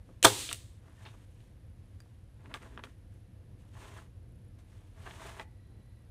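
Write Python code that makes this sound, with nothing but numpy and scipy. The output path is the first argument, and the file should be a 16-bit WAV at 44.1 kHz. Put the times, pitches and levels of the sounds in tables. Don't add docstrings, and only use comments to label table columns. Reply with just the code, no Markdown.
import sys
import numpy as np
from scipy import signal
from scipy.fft import rfft, irfft
from scipy.io import wavfile

SR = 44100
rng = np.random.default_rng(int(sys.argv[2]) if len(sys.argv) > 2 else 0)


def amplitude_ratio(level_db):
    exponent = np.asarray(level_db, float) / 20
    return 10 ** exponent


def persist_wave(psi):
    counts = np.round(np.clip(psi, -1, 1) * 32767).astype(np.int16)
    wavfile.write(sys.argv[1], SR, np.atleast_2d(counts).T)


N = 269230


def rms_one(x):
    return x / np.sqrt(np.mean(x ** 2) + 1e-30)


def at_hz(points, hz):
    p = np.array(points)
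    return np.interp(np.log(np.maximum(hz, 1)), np.log(p[:, 0]), p[:, 1])


def coloured(x, spectrum):
    hz = np.arange(len(x) // 2 + 1) * SR / len(x)
    inside = (hz > spectrum[0][0]) & (hz < spectrum[-1][0])
    return rms_one(irfft(rfft(x) * amplitude_ratio(at_hz(spectrum, hz)) * inside, len(x)))


def drift(rate_hz):
    r = np.exp(-2 * np.pi * rate_hz / SR)
    wander = signal.lfilter([1], [1, -2 * r, r * r], rng.standard_normal(N + SR))
    return rms_one(wander[SR:])


def resonance(x, hz, width_hz):
    r = np.exp(-np.pi * width_hz / SR)
    poles = [1, -2 * r * np.cos(2 * np.pi * hz / SR), r * r]
    return signal.lfilter([(1 - r * r) / 2, 0, (r * r - 1) / 2], poles, x)


def ring(clicks, modes):
    out = 0
    for row, (hz, db, t60) in zip(clicks, modes):
        r = amplitude_ratio(-60 / (t60 * SR))
        w = 2 * np.pi * hz / SR
        out = out + signal.lfilter([0, amplitude_ratio(db) * np.sin(w)], [1, -2 * r * np.cos(w), r * r], row + 1e-18)
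    return out


# (frequency [Hz], density [dB per Hz])
FAN_SPECTRUM = [(18, -31.5), (30, -8.5), (49, -1), (71, -1), (102, 3.5), (123, -3), (144, -13.5),
                (173, -11), (238, -18), (322, -19), (436, -29.5), (465, -23), (524, -23), (567, -32),
                (700, -34), (910, -57), (1540, -120)]


def fan():
    level = amplitude_ratio(-51.5 + .8 * drift(1.2))
    return level * coloured(rng.standard_normal(N), FAN_SPECTRUM)


def bearing():
    turns_per_s, whisper_hz, level_db = 31.2, 10200, -88.0
    angle = 2 * np.pi * turns_per_s * np.arange(N) / SR + .5 * drift(4.0)
    whisper = resonance(rng.standard_normal(N), whisper_hz, 900)
    whisper = whisper * np.exp(3.0 * np.cos(angle)) * amplitude_ratio(2.5 * drift(8.0))
    return amplitude_ratio(level_db) * rms_one(whisper)


# (frequency [Hz], density [dB per Hz])
AIR_SPECTRUM = [(350, -31), (600, -1), (678, -3), (788, -4), (1060, -6.5), (1380, -9), (1620, -7),
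                (4140, -15), (7740, -23), (10300, -16), (11500, -16.5), (12500, -24), (13300, -39.5),
                (14100, -36), (15500, -37.5)]


def air():
    return amplitude_ratio(-74 + 0.31 * drift(2.7)) * coloured(rng.standard_normal(N), AIR_SPECTRUM)


# (frequency [Hz], level [dB], t60 [s])
BENCH_MODES = [(221, -11.5, 0.02), (322, -9, 0.063), (356, -4.5, 0.029), (416, -4.5, 0.0989), (518, 1, 0.1),
               (660, 1, 0.064), (900, -14, .05), (1109, -5, 0.073), (1216, -1, 0.038), (1450, -8, .04),
               (1630, -7, 0.026)]
# (frequency [Hz], width [Hz], level [dB])
BRIGHT_BANDS = [(5900, 1800, 0), (8700, 1600, 1.5), (11263, 330, -3), (14100, 1800, -10)]


def contacts(events, width, bench_db, late_s, crack, reach):
    length = 4096
    t = np.arange(length) / SR
    out = np.zeros(N + length)
    chatter = rng.standard_normal((len(events), length))
    luck = rng.standard_normal((len(events), len(BENCH_MODES)))
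    bench = np.zeros((len(BENCH_MODES), N))
    for (s, db, hz, top_db, thump_db, ms), noise, chance in zip(events, chatter, luck):
        i = round((s + late_s) * SR)
        noise = noise * np.exp(-t * 2300 / max(ms, .2)) * (1 - np.exp(-t / 0.0002))
        noise[6] -= crack / ms
        mid = resonance(resonance(noise, hz, hz * width), hz, hz * width * 1.4)
        soften = signal.butter(2, min(reach * hz, 9000), fs=SR, output="sos")
        mid = signal.sosfilt(soften, mid)
        bright = 0
        for k, (band_hz, width_hz, band_db) in enumerate(BRIGHT_BANDS):
            bright = bright + amplitude_ratio(band_db) * resonance(noise, band_hz, width_hz) * (-1) ** k
        hit = mid / np.abs(mid).max() + amplitude_ratio(top_db) * bright / np.abs(bright).max()
        out[i:i + length] += amplitude_ratio(db) * hit
        bench[:, i] = -amplitude_ratio(db + thump_db + bench_db + 2 * chance)
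    cushion = signal.butter(2, 1700, fs=SR, output="sos")
    hits = out[:N] + signal.sosfilt(cushion, ring(bench, BENCH_MODES))
    small = signal.butter(5, 250, "high", fs=SR, output="sos")
    return signal.sosfilt(small, hits)


def lasting(rows, ms):
    return [(*row, ms) for row in rows]


# (time [s], peak level [dB], ring [Hz], thump into the bench [dB])
FINGER_TAPS = [(0.09, -61, 790, 8), (0.88, -56, 1010, -8.5), (1.139, -55, 986, -4), (1.436, -62, 1003, -11),
               (2.057, -58, 832, -12.0), (2.503, -50, 1040, -7), (2.515, -46, 1280, -3),
               (2.557, -52, 1010, -21), (2.619, -46.5, 1720, -12), (2.631, -47, 1516, -7),
               (2.649, -57, 1450, -17.5), (2.87, -50, 986, -15), (3.609, -68, 956, -5),
               (3.634, -65, 873, -17), (4.584, -67, 1277, -10), (6.004, -70, 815, -12.0)]


def taps():
    tick_db, contact_ms = -75, 5.1
    events = [(s, db, hz, tick_db - db, thump_db, contact_ms) for s, db, hz, thump_db in FINGER_TAPS]
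    return contacts(events, width=0.69, bench_db=-10.0, late_s=.0005, crack=1.5, reach=2.3)


# (fastest moment [s], rise [s per 20 dB], fall [s per 20 dB], scrape level [dB], fine hiss level [dB])
CARD_STROKES = [(.098, .08, 0.2, -80.5, -79.5), (.882, 0.12, 0.1, -68, -77), (1.07, 0.15, 0.13, -60, -68),
                (1.25, 0.3, -0.3, -78, -75.5), (1.444, 0.33, 0.1, -81, -77), (2.03, 0.36, 0.4, -81, -83),
                (2.51, 0.15, 0.1, -60, -75.5), (2.559, 0.01, .03, -48, -59.5),
                (2.634, 0.0656, 0.0948, -58, -67.5), (2.76, 0.13, 0.08, -59, -73.5),
                (2.794, .01, .012, -48.5, -81), (2.843, 0.01, 0.0226, -49.5, -61),
                (2.87, 0.02, .08, -68, -72.5), (3.12, -0.2, 0.15, -80, -79.5),
                (3.61, 0.03, 0.03, -78, -74.5), (3.694, 0.1, -2, -78, -83), (3.82, 0.1, 0.17, -53.5, -63),
                (3.98, 0.1767, 0.08, -52, -63.5), (4.588, -0.01, .05, -72, -71),
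                (4.73, 0.08, 0.23, -69, -74), (5.0, .08, 0.27, -65.5, -72),
                (5.10, 0.1073, 0.1836, -49, -61.5), (5.269, .14, 0.1246, -47.5, -57.5),
                (5.415, 0.1064, .03, -49.5, -62.5)]
HISS_FOLLOWS, THUD_FOLLOWS = .75, .55


def strokes():
    t = np.arange(0, N + 32, 32) / SR
    scrape, hiss = amplitude_ratio(2 * -84), amplitude_ratio(2 * -90)
    for s, rise, fall, scrape_db, hiss_db in CARD_STROKES:
        away = np.maximum((s - t) / max(rise, .002), (t - s) / max(fall, .002))
        loss_db = 20 * away ** 1.6
        scrape = scrape + amplitude_ratio(2 * (scrape_db - loss_db))
        hiss = hiss + amplitude_ratio(2 * (hiss_db - HISS_FOLLOWS * loss_db))
    return [np.interp(np.arange(N) / SR, t, np.sqrt(power)) for power in (scrape, hiss)]


# (time [s], half length [s], level [dB])
PALM_LEANS = [
    (.098, 0.033, -57.5),
    (2.52, 0.076, -59.5),
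    (2.653, 0.044, -57.5),
    (2.787, 0.084, -59.5),
    (2.862, 0.046, -65),
    (3.513, 0.13, -67),
    (5.771, .12, -65),
]


def palm():
    t = np.arange(N) / SR
    return sum(amplitude_ratio(db - 20 * ((t - s) / half) ** 2) for s, half, db in PALM_LEANS)


# (frequency [Hz], width [Hz], level [dB])
CARD_BANDS = [(377.6, 19, -8.5), (655, 34, 16.5), (858.4, 12, 8), (1024, 220, 5), (1650, 83.8, -17)]
# (frequency [Hz], density [dB per Hz])
SCRAPE_SPECTRUM = [(130, -54), (220, -25), (414, 9), (475, -5.5), (660, -7), (798, 0), (1070, -2),
                   (1190, -2.5), (1660, 1), (2390, -7.5), (4500, -19), (5850, -56), (9900, -120)]
# (frequency [Hz], density [dB per Hz])
FINE_SPECTRUM = [(1650, -8), (2800, -3.5), (3560, -5), (4750, -12), (6720, -8.5), (7660, -11.5), (8410, -8),
                 (12700, -20.5), (14500, -21), (15800, -30)]


def rubbing():
    sizes = amplitude_ratio(2.3 * np.minimum(rng.exponential(1, N), 4)) * rng.choice([-1, 1], N)
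    catches_per_s = 4500 * amplitude_ratio(2.2 * drift(40))
    grains = sizes * (rng.random(N) < catches_per_s / SR)
    card = grains + sum(amplitude_ratio(db) * resonance(grains, hz, width_hz) for hz, width_hz, db in CARD_BANDS)
    speed, light = strokes()
    scrape = speed * amplitude_ratio(-1.57 + 2.5 * drift(28)) * coloured(card, SCRAPE_SPECTRUM)
    fibres = coloured(rng.standard_normal(N) + 0.57 * grains, FINE_SPECTRUM)
    fine = light * amplitude_ratio(0.95 + 1.3 * drift(60)) * fibres
    thud = rms_one(resonance(resonance(rng.standard_normal(N), 240, 180), 250, 300))
    weight = speed ** THUD_FOLLOWS * amplitude_ratio(-36) + palm()
    return scrape + fine + weight * thud


# (time [s], peak level [dB], ring [Hz], top over 6 kHz [dB], thump into the bench [dB])
VALVE_TICKS = [
    (.2277, -17, 3001, 2, -19.5),
    (.2373, -17, 3250, -3, -18),
]
DRIVER_BLOW = [
    (.2455, -9.5, 1050, -24, -6),
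    (.2465, -6.5, 1151, 0.5, -10),
    (.2485, -5.5, 3300, -3, -10.5),
    (.2514, -9, 1100, -4.0, -2.5),
    (.2523, -6, 3520, -6.0, -30),
]
DRIVER_REBOUND = [
    (.2565, -32, 1230, -4.0, -10.5),
    (.2625, -18, 783.7, -12.5, -5.5),
    (.2680, -20.5, 3950, -16, -4.5),
    (.2760, -24, 3700, -14.5, -16),
]
TRIGGER_RELEASE = [
    (.4893, -29, 3010, -16, -20.5),
    (.4940, -32.5, 3100, -8, -18),
    (.5040, -36.5, 2910, -5.5, -15),
    (.5116, -32.5, 1120, -6, -32),
    (.5125, -32, 2900, -4, -17),
    (.5165, -37.5, 2020, -25, -29),
]
LATCH_CLICKS = [
    (.5272, -28, 3020, 1.5, -18.5),
    (.5284, -23.5, 3020, 2.5, -30),
    (.5320, -39, 3300, -3, -28),
]


def gun():
    events = lasting(VALVE_TICKS, 3.2) + lasting(DRIVER_BLOW, 6) + lasting(DRIVER_REBOUND, 6.5)
    events = events + lasting(TRIGGER_RELEASE, 5.5) + lasting(LATCH_CLICKS, 1.5)
    return contacts(events, width=0.65, bench_db=-7.5, late_s=.0001, crack=1.6, reach=1.7)


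# (time [s], level [dB])
VENT_FLOW = [
    (.227, -50),
    (.246, -24),
    (.256, -27),
    (.325, -38.5),
    (.41, -39),
    (.485, -46),
    (.53, -49),
    (.62, -60),
    (.80, -79.5),
]
# (frequency [Hz], density [dB per Hz])
JET_SPECTRUM = [(180, -28.5), (300, 2.5), (612, -14.5), (665, -11.5), (974, -16), (1170, -7), (1500, -13.5),
                (1660, -7), (1830, -9), (3670, 0.5), (5370, -6.5), (8550, -1.5), (12800, -17), (14500, -16),
                (15800, -22)]


def exhaust():
    flicker = amplitude_ratio(.7 * drift(25))
    flow_db = np.interp(np.arange(N) / SR, *np.transpose(VENT_FLOW), left=-200, right=-200)
    return amplitude_ratio(flow_db) * flicker * coloured(rng.standard_normal(N), JET_SPECTRUM)


# (frequency [Hz], level [dB], t60 [s])
STRUCK_MODES = [(860, -36.5, 0.066), (2000, -39.5, .055), (4740, -56, 0.035), (1800, -60.5, 0.0804),
                (1760, -58, 0.076), (3700, -54, 0.093), (112.5, -30.5, 0.26), (126.5, -34.5, 0.23),
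                (1235, -16, 0.074), (1264.8, -15, 0.03), (655.8, -19, .07), (2800, -55, .09),
                (2700, -51, .06)]
STRUCK_AT = [5.3975, 5.3975, 2.0036, .978, 1.012, 1.064, .2530, .2530, .2466, .2516, .2516, 5.062, 1.061]


def struck_modes():
    clicks = np.zeros((len(STRUCK_MODES), N))
    clicks[np.arange(len(STRUCK_MODES)), (np.array(STRUCK_AT) * SR).astype(int)] = 1
    return ring(clicks, STRUCK_MODES)


# (time [s], peak level [dB], ring [Hz], top [dB], thump into the bench [dB])
SLEEVE_SCUFFS = [
    (1.052, -47, 2580, -26.0, -30),
    (1.064, -46.5, 2600, -24, -20),
    (1.085, -49, 2500, -22, -20),
    (2.5425, -34.5, 1200, -10, -11),
]
EDGE_SNAPS = [
    (1.405, -54, 2500, -12.0, -21),
    (2.4587, -42.5, 1800, -34, -14),
    (2.5408, -23.5, 2650, -14, -13.5),
    (2.7758, -31, 1280, -34.0, -24),
    (2.7762, -35, 2000, -34, -20),
    (2.7940, -43, 1500, -26, -15),
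]
EDGE_KNOCKS = [
    (2.0034, -50, 1450, 1, -20.5),
    (2.8377, -29.5, 1700, -19, -13),
    (2.8390, -38, 2999, -22, -20),
    (5.043, -52, 2800, -12, -20),
    (5.110, -36.5, 2400, -22.0, -20),
    (5.381, -50, 2490, -12, -11),
    (5.3970, -30.5, 2500, -13, -2),
    (5.4125, -40, 1980, -26.0, -7),
    (5.4215, -45, 1400, -22.0, -20),
]


def card_edge():
    events = lasting(SLEEVE_SCUFFS, 18.5) + lasting(EDGE_SNAPS, 1.7) + lasting(EDGE_KNOCKS, 3.03)
    return contacts(sorted(events), width=1.1, bench_db=-23.0, late_s=-0.000072, crack=-14, reach=1.23)


# (frequency [Hz], width [Hz], level [dB])
SQUEAK_BANDS = [(1950, 96, -0.5), (4000, 260, -3.5)]


def squeak():
    middle_s, half_s, level_db = 5.76, .3, -83.5
    noise, t = rng.standard_normal(N), np.arange(N) / SR
    tones = 0
    for hz, width_hz, db in SQUEAK_BANDS:
        tones = tones + amplitude_ratio(db) * rms_one(resonance(resonance(noise, hz, width_hz), hz, width_hz))
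    return amplitude_ratio(level_db - 12 * ((t - middle_s) / half_s) ** 4 + 2.8 * drift(9)) * tones


# (delay [s], level [dB])
EARLY_ECHOES = [
    (.0042, -12),
    (0.0165, -17),
    (.031, -22),
]
# (frequency [Hz], t60 [s])
TAIL_T60 = [(100, 0.54), (400, 0.37), (1500, 0.24), (5000, 0.1), (14000, 0.24)]


def room(x):
    t = np.arange(SR) / SR
    noise, tail = rng.standard_normal(SR), 0
    for low in 70 * 2. ** np.arange(8):
        octave = signal.butter(2, [low, 2 * low], "band", fs=SR, output="sos")
        tail = tail + signal.sosfilt(octave, noise) * amplitude_ratio(-60 * t / at_hz(TAIL_T60, 1.41 * low))
    response = amplitude_ratio(-12.0) * tail * np.clip(t / .006, 0, 1) / np.sqrt(np.sum(tail ** 2))
    for s, db in EARLY_ECHOES:
        smear = rng.standard_normal(200) * np.exp(-t[:200] / .0015)
        smear[0] = 6
        start = round(s * SR)
        response[start:start + 200] += amplitude_ratio(db) * smear / np.sqrt(np.sum(smear ** 2))
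    return signal.fftconvolve(x, response)[:N]


def scene():
    background = fan() + bearing() + air()
    hits = taps() + gun() + struck_modes() + card_edge()
    return (background + rubbing() + hits + room(hits) + exhaust() + squeak())[None]


def low_pass(x):
    return signal.sosfilt(signal.butter(12, 15940, fs=SR, output="sos"), x)


def record(dry):
    peak_limit = .93
    clipped = np.clip(dry, -peak_limit, peak_limit)
    cut = signal.ellip(10, .5, 70, 15550, fs=SR, output="sos")
    mix = signal.sosfilt(cut, clipped)
    return low_pass(mix)


dry = scene()
out = record(dry)
persist_wave(out)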